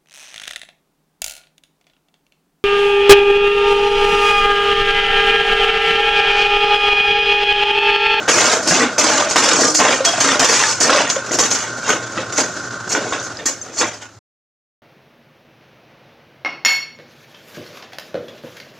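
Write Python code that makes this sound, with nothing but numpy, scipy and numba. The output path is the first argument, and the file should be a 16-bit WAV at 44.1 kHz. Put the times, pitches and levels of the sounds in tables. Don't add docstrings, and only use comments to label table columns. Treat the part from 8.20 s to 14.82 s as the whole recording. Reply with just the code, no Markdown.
import sys
import numpy as np
from scipy import signal
from scipy.io import wavfile
from scipy.ndimage import uniform_filter1d
from numba import njit

SR = 44100
rng = np.random.default_rng(int(sys.argv[2]) if len(sys.argv) > 2 else 0)


def dump(signal):
    limited = np.clip(np.atleast_2d(signal).T, -1, 1)
    pcm = np.round(limited * 32767).astype(np.int16)
    wavfile.write(sys.argv[1], SR, pcm)


def boost_factor(decibels):
    exponent = np.asarray(decibels, float) / 20
    return 10 ** exponent


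N = 291930
T = np.arange(N) / SR

# [f/Hz, density/dB]
AIR_SPECTRUM = [(15, -41), (25, -24), (105, 7), (363, -23.5), (887, -29.5), (962, -16), (2160, -33.5),
                (6380, -21.5), (16000, -37.5)]
# [f/Hz, t60/s]
SHOP_DECAY = [(200, 0.18), (1500, 0.3), (6000, 0.21), (12000, 0.12)]
# [f/Hz, side against mid level/dB]
PORT_SPREAD = [(60, -26.5), (110, -34), (200, -34), (380, -29), (700, -26.5), (1290, -21), (2380, -18),
               (4400, -12), (8120, -3.5), (15000, 0.5)]
# [f/Hz, level/dB]
PORT_LEAN = [(300, -53.5), (1000, -17.5), (3000, -26), (9000, -29)]
# [t/s, power level/dB, hum f/Hz, hum level/dB]
MOTOR_RUN = [
    (0, 3.5, 118.9, -45.5),
    (2.8, 1.5, 118.3, -43),
    (5.12, 0.5, 117.1, -42.5),
    (5.17, -18, 108.6, -53),
    (5.24, -19.5, 107.7, -57),
    (6, -30, 106.9, -42),
]
# [shaft order, level/dB]
SLOT_TONES = [(36, -46), (40, -48), (44, -46), (47, -44.5), (48, -39), (49, -42), (50, -43), (52, -38.5),
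              (62.5, -55)]
# [f/Hz, density/dB]
WHIRR_SPECTRUM = [(15, -52), (25, -36.5), (102, -11), (249, -5), (427, -5), (476, -15), (531, -4),
                  (988, -12.5), (1440, -5), (1650, -9.5), (2350, -22), (6740, -14.5), (11000, -47),
                  (16000, -83.5)]
# [f/Hz, density/dB]
THIN_METAL = [(18, -61.5), (30, -33), (75, -31.5), (109, -8), (211, -10.5), (247, -3), (339, -4),
              (530, 0.5), (747, -4.5), (1410, -5), (4030, -12.5), (6310, -5), (7200, -9), (13600, -47),
              (16300, -62)]
# [t/s, peak level/dB, f/Hz, t60/s]
CAN_NOTES = [
    (0.787, 1.5, 624, 0.031),
    (0.903, -19.5, 580, 0.093),
    (1.395, -8, 654, 0.15),
    (1.804, -2, 535, 0.097),
    (1.856, -16, 665, 0.083),
    (1.934, -7, 706, 0.085),
    (1.98, -5.5, 660, 0.069),
    (2.217, -7, 680, 0.068),
    (2.32, -14.5, 480, 0.17),
    (2.963, -2.5, 550, 0.078),
]
# [t/s, length/s, f/Hz, level/dB]
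RUBBED_TONES = [(0.116, 0.072, 2455, -24), (0.283, 0.16, 651, -24), (.5, 0.049, 170, -20),
                (0.565, 0.14, 248.5, -24), (0.79, 0.41, 644, -24.5), (0.798, 0.34, 587, -26.5),
                (0.786, 0.25, 313.5, -28), (1.239, 0.43, 309.5, -28.5), (1.426, .1, 1207, -25),
                (1.441, 0.06, 5660, -24), (1.655, 0.13, 550, -24.5), (1.854, 0.054, 3290, -21.5),
                (1.855, 0.056, 681, -21.5), (2.283, 0.05, 454, -19.5), (2.679, 0.19, 549, -25.5),
                (2.676, 0.18, 4920, -33), (2.896, 0.087, 6840, -27), (4.726, 0.12, 551, -29),
                (5.185, 0.022, 1815, -32), (5.26, 0.022, 1846, -26.5), (5.412, 0.014, 6280, -28.5),
                (5.572, 0.038, 4440, -29), (5.801, 0.078, 1458, -37), (1.702, .025, 4860, -24),
                (2.08, .07, 3520, -29), (2.399, 0.036, 2750, -23.5), (3.639, 0.027, 2750, -34),
                (4.12, .03, 3620, -39), (4.683, 0.077, 2750, -42.5), (4.69, 0.054, 4300, -35.5),
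                (5.043, 0.051, 6240, -38.5), (5.173, .02, 5050, -45.5), (5.188, 0.026, 3650, -39),
                (5.735, .025, 4930, -39), (1.468, .07, 5600, -29)]
# [t/s, peak level/dB, f/Hz]
PANEL_POPS = [(0.189, -6, 1930), (0.228, -10, 894), (0.311, -10.5, 1610), (0.343, -13, 1640),
              (0.511, -2.5, 1640), (0.608, -2, 1960), (0.81, -9, 2080), (0.829, -11.5, 1240),
              (0.889, -11.5, 915), (0.903, -7.5, 1360), (0.997, -7, 1090), (1.025, -4.5, 1190),
              (1.261, -9.5, 1210), (1.299, -6, 1560), (1.419, -16, 807), (1.436, -1.5, 1660),
              (1.477, -15.5, 1200), (1.616, -3, 1050), (1.641, -4.5, 1820), (1.667, -6.5, 1010),
              (1.691, -3, 1790), (1.741, -6, 1850), (2.048, -5, 1280), (2.091, -4.5, 1840),
              (2.12, -9.5, 1300), (2.227, -5, 703), (2.324, -9, 1500), (2.427, -4.5, 1340),
              (2.439, 0.5, 1720), (2.621, -9, 1810), (2.649, -3, 1810), (2.696, 3.5, 1340),
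              (2.731, -2.5, 1090), (2.79, -7, 1120), (2.873, -8.5, 1860), (3.694, 0.5, 1480),
              (3.977, -8, 1290), (4.751, -3, 1460), (4.925, -7.5, 1100), (5.632, -6, 1070)]
# [t/s, peak level/dB, f/Hz]
EDGE_TICKS = [(0.1749, -3.5, 6910), (0.1999, 1.5, 5920), (0.2578, 0, 5250), (0.3261, 2, 6550),
              (0.5436, 0.5, 6420), (0.5666, -3.5, 6430), (0.6399, -10.5, 4800), (0.8484, -4.5, 6680),
              (0.9043, -17, 5450), (0.9791, -3.5, 6940), (1.0889, -8, 5900), (1.453, -2, 5400),
              (1.4999, -5.5, 5710), (1.5754, -1, 5700), (1.7434, -7, 6600), (1.9344, -12, 7000),
              (2.3345, -2, 5840), (2.4024, -6.5, 6650), (2.4942, -5, 4440), (2.5141, -4.5, 6700),
              (2.571, -12, 6700), (2.6394, 0, 5630), (2.7032, -10, 3460), (2.8782, -9, 6770),
              (2.9535, -12, 6500), (3.0937, -15, 5840), (3.156, -8.5, 6460), (3.2099, -4, 6560),
              (3.2264, -9.5, 6270), (3.4391, -15, 6320), (3.5556, -18, 6090), (3.626, -20.5, 4240),
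              (3.6666, -13.5, 6580), (3.9243, -15, 6660), (4.1619, -6.5, 6250), (4.8921, -14, 6800),
              (4.9939, -18, 3600), (4.9998, -9, 6060), (5.1715, -12, 5000), (5.4159, -17, 6440),
              (5.5466, -18, 6700), (5.574, -12, 6370), (5.6803, -18, 7020), (5.7332, -23, 4920)]
# [t/s, peak level/dB]
HARD_BLOWS = [(0.0808, -3.5), (0.097, 2.5), (0.904, -2), (1.1585, -4.5), (1.168, 0), (1.603, 0.5),
              (2.0082, -2), (2.016, -5), (2.217, -2), (2.245, 1.5), (2.327, 0), (2.615, -2.5), (2.697, -6),
              (2.762, -5), (2.8976, -11), (2.903, -8.5), (3.1882, 0.5), (3.1932, 1.5), (3.316, -5),
              (3.3494, -9), (3.135, -11), (3.157, -18)]
# [t/s, peak level/dB, low thud share/dB]
RAM_BUCKLES = [(0.0802, -7.5, 7.5), (0.0924, -6.5, -12), (0.0988, -8, 6.5), (0.429, -16, -2),
               (0.4761, -2, -5), (0.7852, -13, -14), (1.11, -2, -4), (1.1589, -5.5, 7.5),
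               (1.167, -2.5, -10), (1.4089, -1, -8.5), (1.549, 2.5, -8), (1.6007, -8.5, 7),
               (1.8512, 5.5, -28), (2.0084, 3, -14.5), (2.195, 4.5, -5), (2.246, 1, -8), (2.3512, -3.5, -5),
               (2.609, -1, -28.5), (2.761, -3, -20.5)]
# [t/s, peak level/dB, low thud share/dB]
CAN_KNOCKS = [(2.8997, 3.5, -31), (3.0627, -14, 2), (3.113, -12, -11), (3.1328, -12, -8), (3.1888, 0, -22),
              (3.194, 0, -15), (3.3129, 1.5, -28), (3.3486, -0.5, -8.5), (3.3878, -9, -20),
              (3.697, -33, -1), (3.9773, -32, 8), (4.1248, -14, -2), (4.169, -12, -24), (4.1813, -7, 3),
              (4.6966, -21, -23), (4.719, -14, 1.5), (4.9241, -17.5, 5.5), (5.0402, -18, -23.5),
              (5.189, -23, 3), (5.258, -15, -12), (5.2635, -11, -14), (5.5863, -16, -16), (5.6204, -10, -3),
              (5.8227, -25, 2)]
# [t/s, rise/s, hold/s, fizz level/dB]
WALL_TEARS = [(0.085, 0.0028, 0.26, -16.5), (0.429, .004, 0.025, -26), (0.475, .005, 0.032, -14.5),
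              (0.537, .015, 0.075, -20), (0.783, .004, 0.018, -13.5), (0.834, .015, 0.18, -19),
              (1.095, .008, 0.025, -22), (1.16, .004, 0.028, -15.5), (1.225, .015, 0.21, -17),
              (1.403, .01, 0.1, -19.5), (1.547, .008, 0.041, -14.5), (1.63, .02, 0.13, -22),
              (1.849, 0.0051, 0.014, -15.5), (1.918, .015, 0.16, -26.5), (2.005, .004, 0.011, -16),
              (2.046, .01, 0.085, -20), (2.195, .004, 0.063, -17), (2.288, .008, 0.06, -16),
              (2.36, .01, 0.12, -18.5), (2.489, .015, 0.029, -20.5), (2.604, .004, 0.028, -14),
              (2.674, .02, 0.14, -22)]
# [t/s, rise/s, hold/s, rattle level/dB, boom against rattle/dB]
PANEL_FOLDS = [(0.001, .01, 0.02, -33.5, 3), (0.087, 0.013, .01, -14, -6), (0.146, .02, 0.19, -18, -2),
               (0.364, .02, 0.014, -26, 1), (0.471, .012, 0.011, -21.5, 0.5),
               (0.515, .02, 0.11, -18.5, -1.5), (0.612, .02, 0.04, -20.5, -0.5),
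               (0.782, .006, 0.23, -18.5, -4), (1.032, .02, 0.13, -28.5, -3),
               (1.159, .005, 0.023, -14.5, -7.5), (1.222, .02, .14, -17.5, -4.5),
               (1.397, .03, 0.071, -23.5, 4.5), (1.597, .02, 0.13, -16.5, -1.5),
               (1.79, .02, 0.017, -26.5, -3.5), (1.848, .01, 0.047, -22, -10),
               (1.931, .02, 0.064, -24, -8.5), (2.009, .005, 0.015, -18, -16),
               (2.049, .02, 0.1, -18.5, -2.5), (2.202, .005, 0.046, -16.5, -7.5),
               (2.289, .02, 0.16, -18, -11.5), (2.478, .02, .03, -23, -9.5),
               (2.616, .04, 0.091, -23.5, 1.5), (2.692, .05, 0.12, -17, -2.5), (2.852, .02, .05, -28, -9)]
# [t/s, rise/s, hold/s, fizz level/dB]
CAN_JINGLES = [(2.894, 0.003, 0.016, -23.5), (2.952, .015, 0.011, -29), (3.065, 0.0058, 0.012, -38.5),
               (3.117, 0.003, 0.033, -20), (3.188, .002, 0.0073, -14.5), (3.207, .006, 0.047, -18.5),
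               (3.305, .004, 0.041, -19), (3.389, .01, 0.036, -27), (3.563, .004, 0.081, -41),
               (3.688, 0.08, 0.005, -23), (3.695, .004, 0.0084, -18), (4.124, .003, 0.012, -28),
               (4.17, .005, 0.008, -26.5), (4.179, 0.0065, 0.008, -16), (4.194, .008, 0.017, -22),
               (4.693, .004, 0.0089, -23), (4.72, 0.0069, 0.0092, -18.5), (4.92, 0.046, 0.025, -30.5),
               (5.028, 0.003, 0.0071, -30), (5.258, .003, 0.011, -15), (5.422, .003, 0.011, -39),
               (5.585, 0.014, .02, -18.5), (5.589, 0.065, .025, -24), (5.669, 0.0091, 0.01024, -30),
               (5.732, .01, .01, -34), (5.816, .002, .01, -34)]
# [t/s, rise/s, hold/s, rattle level/dB, boom against rattle/dB]
CAN_TUMBLES = [(2.958, 0.019, 0.0062, -27, -7.5), (3.111, .005, 0.038, -27.5, 5),
               (3.192, .002, 0.059, -20.5, -3.5), (3.303, 0.0098, 0.15, -29, -7),
               (3.678, 0.066, 0.0092, -22.5, -4.5), (3.698, .005, 0.0045, -15, -2.5),
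               (3.977, .006, 0.0045, -24, 1), (4.187, 0.03, 0.0043, -19, -0.5),
               (4.708, 0.009, 0.024, -29.5, -1), (4.75, 0.0056, 0.007, -20, 0.5),
               (4.838, 0.033, 0.045, -34.5, 5), (4.925, .003, 0.0069, -22, -2),
               (5.191, 0.015, 0.025, -36.5, 2.5), (5.257, 0.004, 0.021, -26.5, -2.5),
               (5.438, 0.039, 0.15, -43.5, 4.5), (5.619, 0.05, 0.0064, -17, -3.5),
               (5.706, .02, 0.032, -36.5, -5.5), (5.817, .015, 0.018, -34, -9.5)]

AIR_DB, WHIRR_DB = -46, -27.5
SHAFT_HZ, TURN_S = 29.645, 4.003
WOBBLE_TURNS, SLIP_TURNS = .003, .1
POP, TICK = (-5, 0.07, 0.13), (-5.5, .03, .06)  # level/dB, t60/s, spread of the neighbouring modes
SPIKE_S = .00017
SNAP_T60_S, SNAP_HZ, SNAP_SPREAD = 0.063, 6650, 0.051
# sag while held dB/s, release dB/s, loose scraps settling dB, their fading dB/s
BOOM, RATTLE = (14.5, 198.5, -15.5, 35), (-2, 232.5, -21, 23)
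FIZZ, SPARKLE = (10.5, 203, -27.5, 25), (24.5, 251, -21, 24.5)
JINGLE, JINGLE_HZ = (21.5, 273, -21.5, 13.5), [5900, 7450]
RISE_DB = 20
SETTLE_S, SHAKE = 0.29, .3
EDGE_DB, EDGE_DB_PER_DOUBLING = -26.5, -2
ROLL_HZ, FADE_S, FADE_DB_PER_S, CUT_S = 15400, 5.66, 22.5, 5.992


def evened(x):
    return x / np.sqrt(np.mean(x ** 2) + 1e-20)


def read(points, hz):
    f, value = np.transpose(points)
    return np.interp(np.log(hz + 1), np.log(f + 1), value)


def follow(rows):
    s, *columns = np.transpose(rows)
    return [np.interp(T, s, c) for c in columns]


def filtered(x, order, hz, kind="low"):
    return signal.sosfilt(signal.butter(order, hz, kind, fs=SR, output="sos"), x)


def colour(x, points):
    level_db = np.maximum(read(points, abs(np.fft.fftfreq(8192, 1 / SR))), -100)
    log_gain = np.log(boost_factor(level_db))
    taps = np.fft.ifft(np.exp(np.conj(signal.hilbert(log_gain)))).real[:4096]
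    return signal.oaconvolve(x, taps)[:len(x)]


def wander(hz):
    return evened(signal.lfilter(*signal.butter(2, hz, fs=SR), rng.standard_normal(N)))


def ring(hz, t60, rise=.0003):
    t = T[:4000]
    return np.sin(2 * np.pi * hz * t) * boost_factor(-60 * t / t60) * np.clip(t / rise, 0, 1)


def add(mix, s, sound):
    part = mix[round(s * SR):][:len(sound)]
    part += sound[:len(part)]


def air():
    return boost_factor(AIR_DB - 4) * evened(colour(rng.standard_normal(N), AIR_SPECTRUM))


def tail(t60_scale):
    taps = np.zeros(SR // 3)
    at = np.arange(100, len(taps) - 22, 22)
    taps[at + rng.integers(0, 22, len(at))] = rng.choice([-1., 1.], len(at))
    hz, t, z = signal.stft(taps, SR, nperseg=256)
    t60 = t60_scale * read(SHOP_DECAY, hz)[:, None]
    out = signal.istft(z * boost_factor(-60 * t / t60), SR, nperseg=256)[1]
    return out / np.linalg.norm(out)


def echoed(x, t60_scale):
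    turn = 2 * np.pi * 1.4 * T
    return sum(signal.oaconvolve(x * part, tail(t60_scale))[:N] for part in (np.sin(turn), np.cos(turn)))


def motor():
    power_db, hum_hz, hum_db = follow(MOTOR_RUN)
    turns = SHAFT_HZ * (T - TURN_S) + WOBBLE_TURNS * wander(hz=2)
    whine = np.zeros(N)
    for order, db in SLOT_TONES:
        level = boost_factor(db + 3 + 2 * wander(hz=5))
        slip = SLIP_TURNS * rng.standard_normal()
        whine += level * np.cos(2 * np.pi * (order * turns + slip))
    hum_phase = 2 * np.pi * np.cumsum(hum_hz + 3 * wander(hz=6)) / SR
    hum = boost_factor(hum_db + 1.5 + 4 * wander(hz=15)) * np.sin(hum_phase)
    throb = boost_factor(0.57 * np.cos(2 * np.pi * turns) + 2.7 * wander(hz=25))
    whirr = boost_factor(WHIRR_DB - 3.0) * evened(colour(rng.standard_normal(N), WHIRR_SPECTRUM) * throb)
    return boost_factor(power_db) * whine + boost_factor(0.35 * power_db) * whirr + hum


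def songs():
    out = np.zeros(N)
    noises = rng.standard_normal((len(RUBBED_TONES), 2, 20000))
    for (s, length, hz, db), noise in zip(RUBBED_TONES, noises):
        t = T[:round(length * SR)]
        tremble = uniform_filter1d(noise[0] + 1j * noise[1], size=900)[:len(t)]
        tone = ((1.6 + tremble / tremble.std()) * np.exp(2j * np.pi * hz * t)).real
        add(out, s, boost_factor(db) * evened(tone) * signal.windows.tukey(len(t), .6))
    return out


def bonks():
    out = np.zeros(N)
    for s, db, hz, t60 in CAN_NOTES:
        add(out, s, boost_factor(db - 4.0) * ring(hz, t60, rise=0.0047))
    return out


def dents(rows, kind):
    level_db, t60, spread = kind
    out = np.zeros(N)
    for (s, db, hz), near in zip(rows, rng.standard_normal((len(rows), 4))):
        neighbours = sum(ring(hz * np.exp(spread * k), 0.26 * t60) for k in near)
        modes = ring(hz, t60) + 0.33 * neighbours
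        push = 1.2 * ring(.8 * hz, .004)
        add(out, s - .001, boost_factor(db + level_db - 5) * (modes + push))
    return out


def spikes():
    out, u = np.zeros(N), T[:200] / SPIKE_S
    push = np.e * u * (1 - u / 2) * np.exp(-u) * 1.4
    for (s, db), sign in zip(HARD_BLOWS, rng.choice([-1., 1.], len(HARD_BLOWS))):
        add(out, s, sign * boost_factor(db) * push)
    return out


def snaps():
    out, t, t60 = np.zeros(N), T[:4000], SNAP_T60_S
    rows = RAM_BUCKLES + CAN_KNOCKS
    noise = rng.standard_normal((len(rows), 2, len(t)))
    cracks = filtered(noise[:, 0].ravel(), 2, [2500, 9500], "band")
    cracks = evened(colour(cracks, THIN_METAL)).reshape(-1, len(t))
    thuds = evened(filtered(noise[:, 1], 2, [250, 2500], "band"))
    rings_hz = SNAP_HZ * (1 + SNAP_SPREAD * rng.standard_normal(len(rows)))
    crack_fade = boost_factor(-60 * t / t60) + 0.9 * boost_factor(-60 * t / 0.0021)
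    thud_fade = boost_factor(-60 * t / (1.5 * t60)) * np.clip(t / 0.00052, 0, 1)
    for (s, db, thud_db), crack, thud, hz in zip(rows, cracks, thuds, rings_hz):
        crack = crack * crack_fade + .5 * ring(hz, 1.8 * t60)
        thud = thud * thud_fade + 3.5 * ring(750, .007)
        add(out, s, boost_factor(db - 15) * (crack + boost_factor(thud_db) * thud))
    return filtered(out, 3, 10500)


@njit
def struck(at, size, turn, fade, count):
    out = np.zeros(count)
    for k in range(len(at)):
        step = fade[k] * np.exp(1j * turn[k])
        z = size[k] + 0j
        for i in range(at[k], min(count, at[k] + int(4 / (1 - fade[k])))):
            out[i] += z.imag * min(1., (i - at[k]) * turn[k] / 6)
            z *= step
    return out


def buckles(lo_hz, hi_hz, per_s, cycles, spread_db, clumps, shape_s=.07, count=14):
    at = np.flatnonzero(rng.random(N) < per_s / SR)
    patch = rng.integers(0, count, len(at))
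    shape = ((at / SR + shape_s * patch / count) / shape_s).astype(int)
    place = (np.arange(count) + rng.random((N // 500, count))) / count
    turn = 2 * np.pi * lo_hz * (hi_hz / lo_hz) ** place[shape, patch] / SR
    fade = boost_factor(-60 * turn / (2 * np.pi * cycles))
    strength = boost_factor(spread_db * np.minimum(rng.exponential(1, len(at)), 4))
    size = strength * clumps[at] * turn
    rings = colour(struck(at, size, turn, fade, N), THIN_METAL)
    force = np.sqrt(abs(uniform_filter1d(rings ** 2, size=1800)) + 1e-12)
    return evened(rings / force ** .85)


def bursts(s, rise, hold, db, layer):
    sag, release, settle_db, fading = layer
    t = T[::32, None] - s
    after = np.maximum(t, 0)
    held = np.clip(t, 0, abs(hold))
    burst_db = db + RISE_DB * np.minimum(t, 0) / abs(rise) - sag * held - release * (after - held)
    scraps_db = db + settle_db - fading * after - release * np.maximum(t - SETTLE_S, 0)
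    scraps_db += SHAKE * follow(MOTOR_RUN)[0][::32, None]
    power = (t > -abs(rise)) * boost_factor(2 * burst_db) + (t > 0) * boost_factor(2 * scraps_db)
    return np.interp(T, T[::32], np.sqrt(power.sum(1)))


def crumple():
    *fold, fold_db, hollow_db = np.transpose(PANEL_FOLDS + CAN_TUMBLES)
    *tear, tear_db = np.transpose(WALL_TEARS + CAN_JINGLES)
    edge_db = EDGE_DB + EDGE_DB_PER_DOUBLING * np.log2(abs(tear[1]) * 200)
    clumps = boost_factor(2. * wander(hz=50))
    boom = buckles(130.0, 785, per_s=600, cycles=19.3, spread_db=2.5, clumps=clumps, count=10)
    rattle = buckles(799.7, 4100, per_s=3200, cycles=52, spread_db=2.4, clumps=clumps, count=18)
    fizz = buckles(4092, 10284, per_s=6500, cycles=130, spread_db=1.8, clumps=clumps, count=20)
    sparkle = buckles(10200, 14000, per_s=2900, cycles=330, spread_db=5.0, clumps=clumps, count=14)
    sparkle = evened(filtered(sparkle, 4, 10000, "high"))
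    fizz = filtered(fizz, 6, 10500)
    flat_fizz = evened(fizz + 0.933 * filtered(fizz, 1, JINGLE_HZ, "band"))
    out = bursts(*fold, fold_db + hollow_db, BOOM) * boom
    out += bursts(*fold, fold_db, RATTLE) * rattle
    out += bursts(*np.transpose(WALL_TEARS), FIZZ) * fizz
    out += bursts(*np.transpose(CAN_JINGLES), JINGLE) * flat_fizz
    return out + bursts(*tear, tear_db + edge_db, SPARKLE) * sparkle


def scene():
    cans = crumple() + snaps() + spikes() + bonks() + songs()
    cans += dents(PANEL_POPS, POP) + dents(EDGE_TICKS, TICK)
    machine = motor()
    mid = cans + machine + boost_factor(-10.5) * signal.oaconvolve(cans, tail(0.72))[:N] + air()
    scattered = echoed(cans + machine, .5)
    side = colour(scattered, PORT_SPREAD) - colour(mid, PORT_LEAN)
    return np.array([mid + side, mid - side])


def gated(x):
    treble_db, whim_db, dropped = -39.5, 5, .45
    hz, t, z = signal.stft([x[0] + x[1], x[0] - x[1]], SR, nperseg=2048)
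    band = np.repeat(uniform_filter1d(abs(z) ** 2, size=16, axis=1)[:, 8::16], 16, axis=1)
    band = np.concatenate([band, band[:, -1:]], axis=1)
    top, low = hz > 10800, hz < 4300
    whim = np.repeat(rng.standard_normal((len(t), 65)).T, 16, axis=0)[:len(hz)]
    z[:, top] *= band[:, top] > band[0].mean(0) * boost_factor(2 * (treble_db + whim_db * whim[top]))
    width = band[1, low] / (band[0, low] + 1e-20)
    z[1, low] *= width > np.quantile(width, dropped, axis=1, keepdims=True)
    mid, side = signal.istft(z, SR, nperseg=2048)[1][:, :N] / 2
    return np.array([mid + side, mid - side])


def top_cut(x):
    return signal.sosfilt(signal.butter(12, 16450, fs=SR, output="sos"), x)


def record(dry):
    limited = dry / (1 + (dry / 1.15) ** 6) ** (1 / 6)
    rolled = filtered(limited, 8, ROLL_HZ)
    rolled = filtered(rolled, 1, 60, "high")
    fade = boost_factor(-FADE_DB_PER_S * np.maximum(T - FADE_S, 0))
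    cut = np.clip((CUT_S - T) / 0.0045, 0, 1) * fade
    hiss = boost_factor(-108) * rng.standard_normal(dry.shape)
    return top_cut(gated(rolled) * cut + hiss)


dry = scene()
out = record(dry)
dump(out)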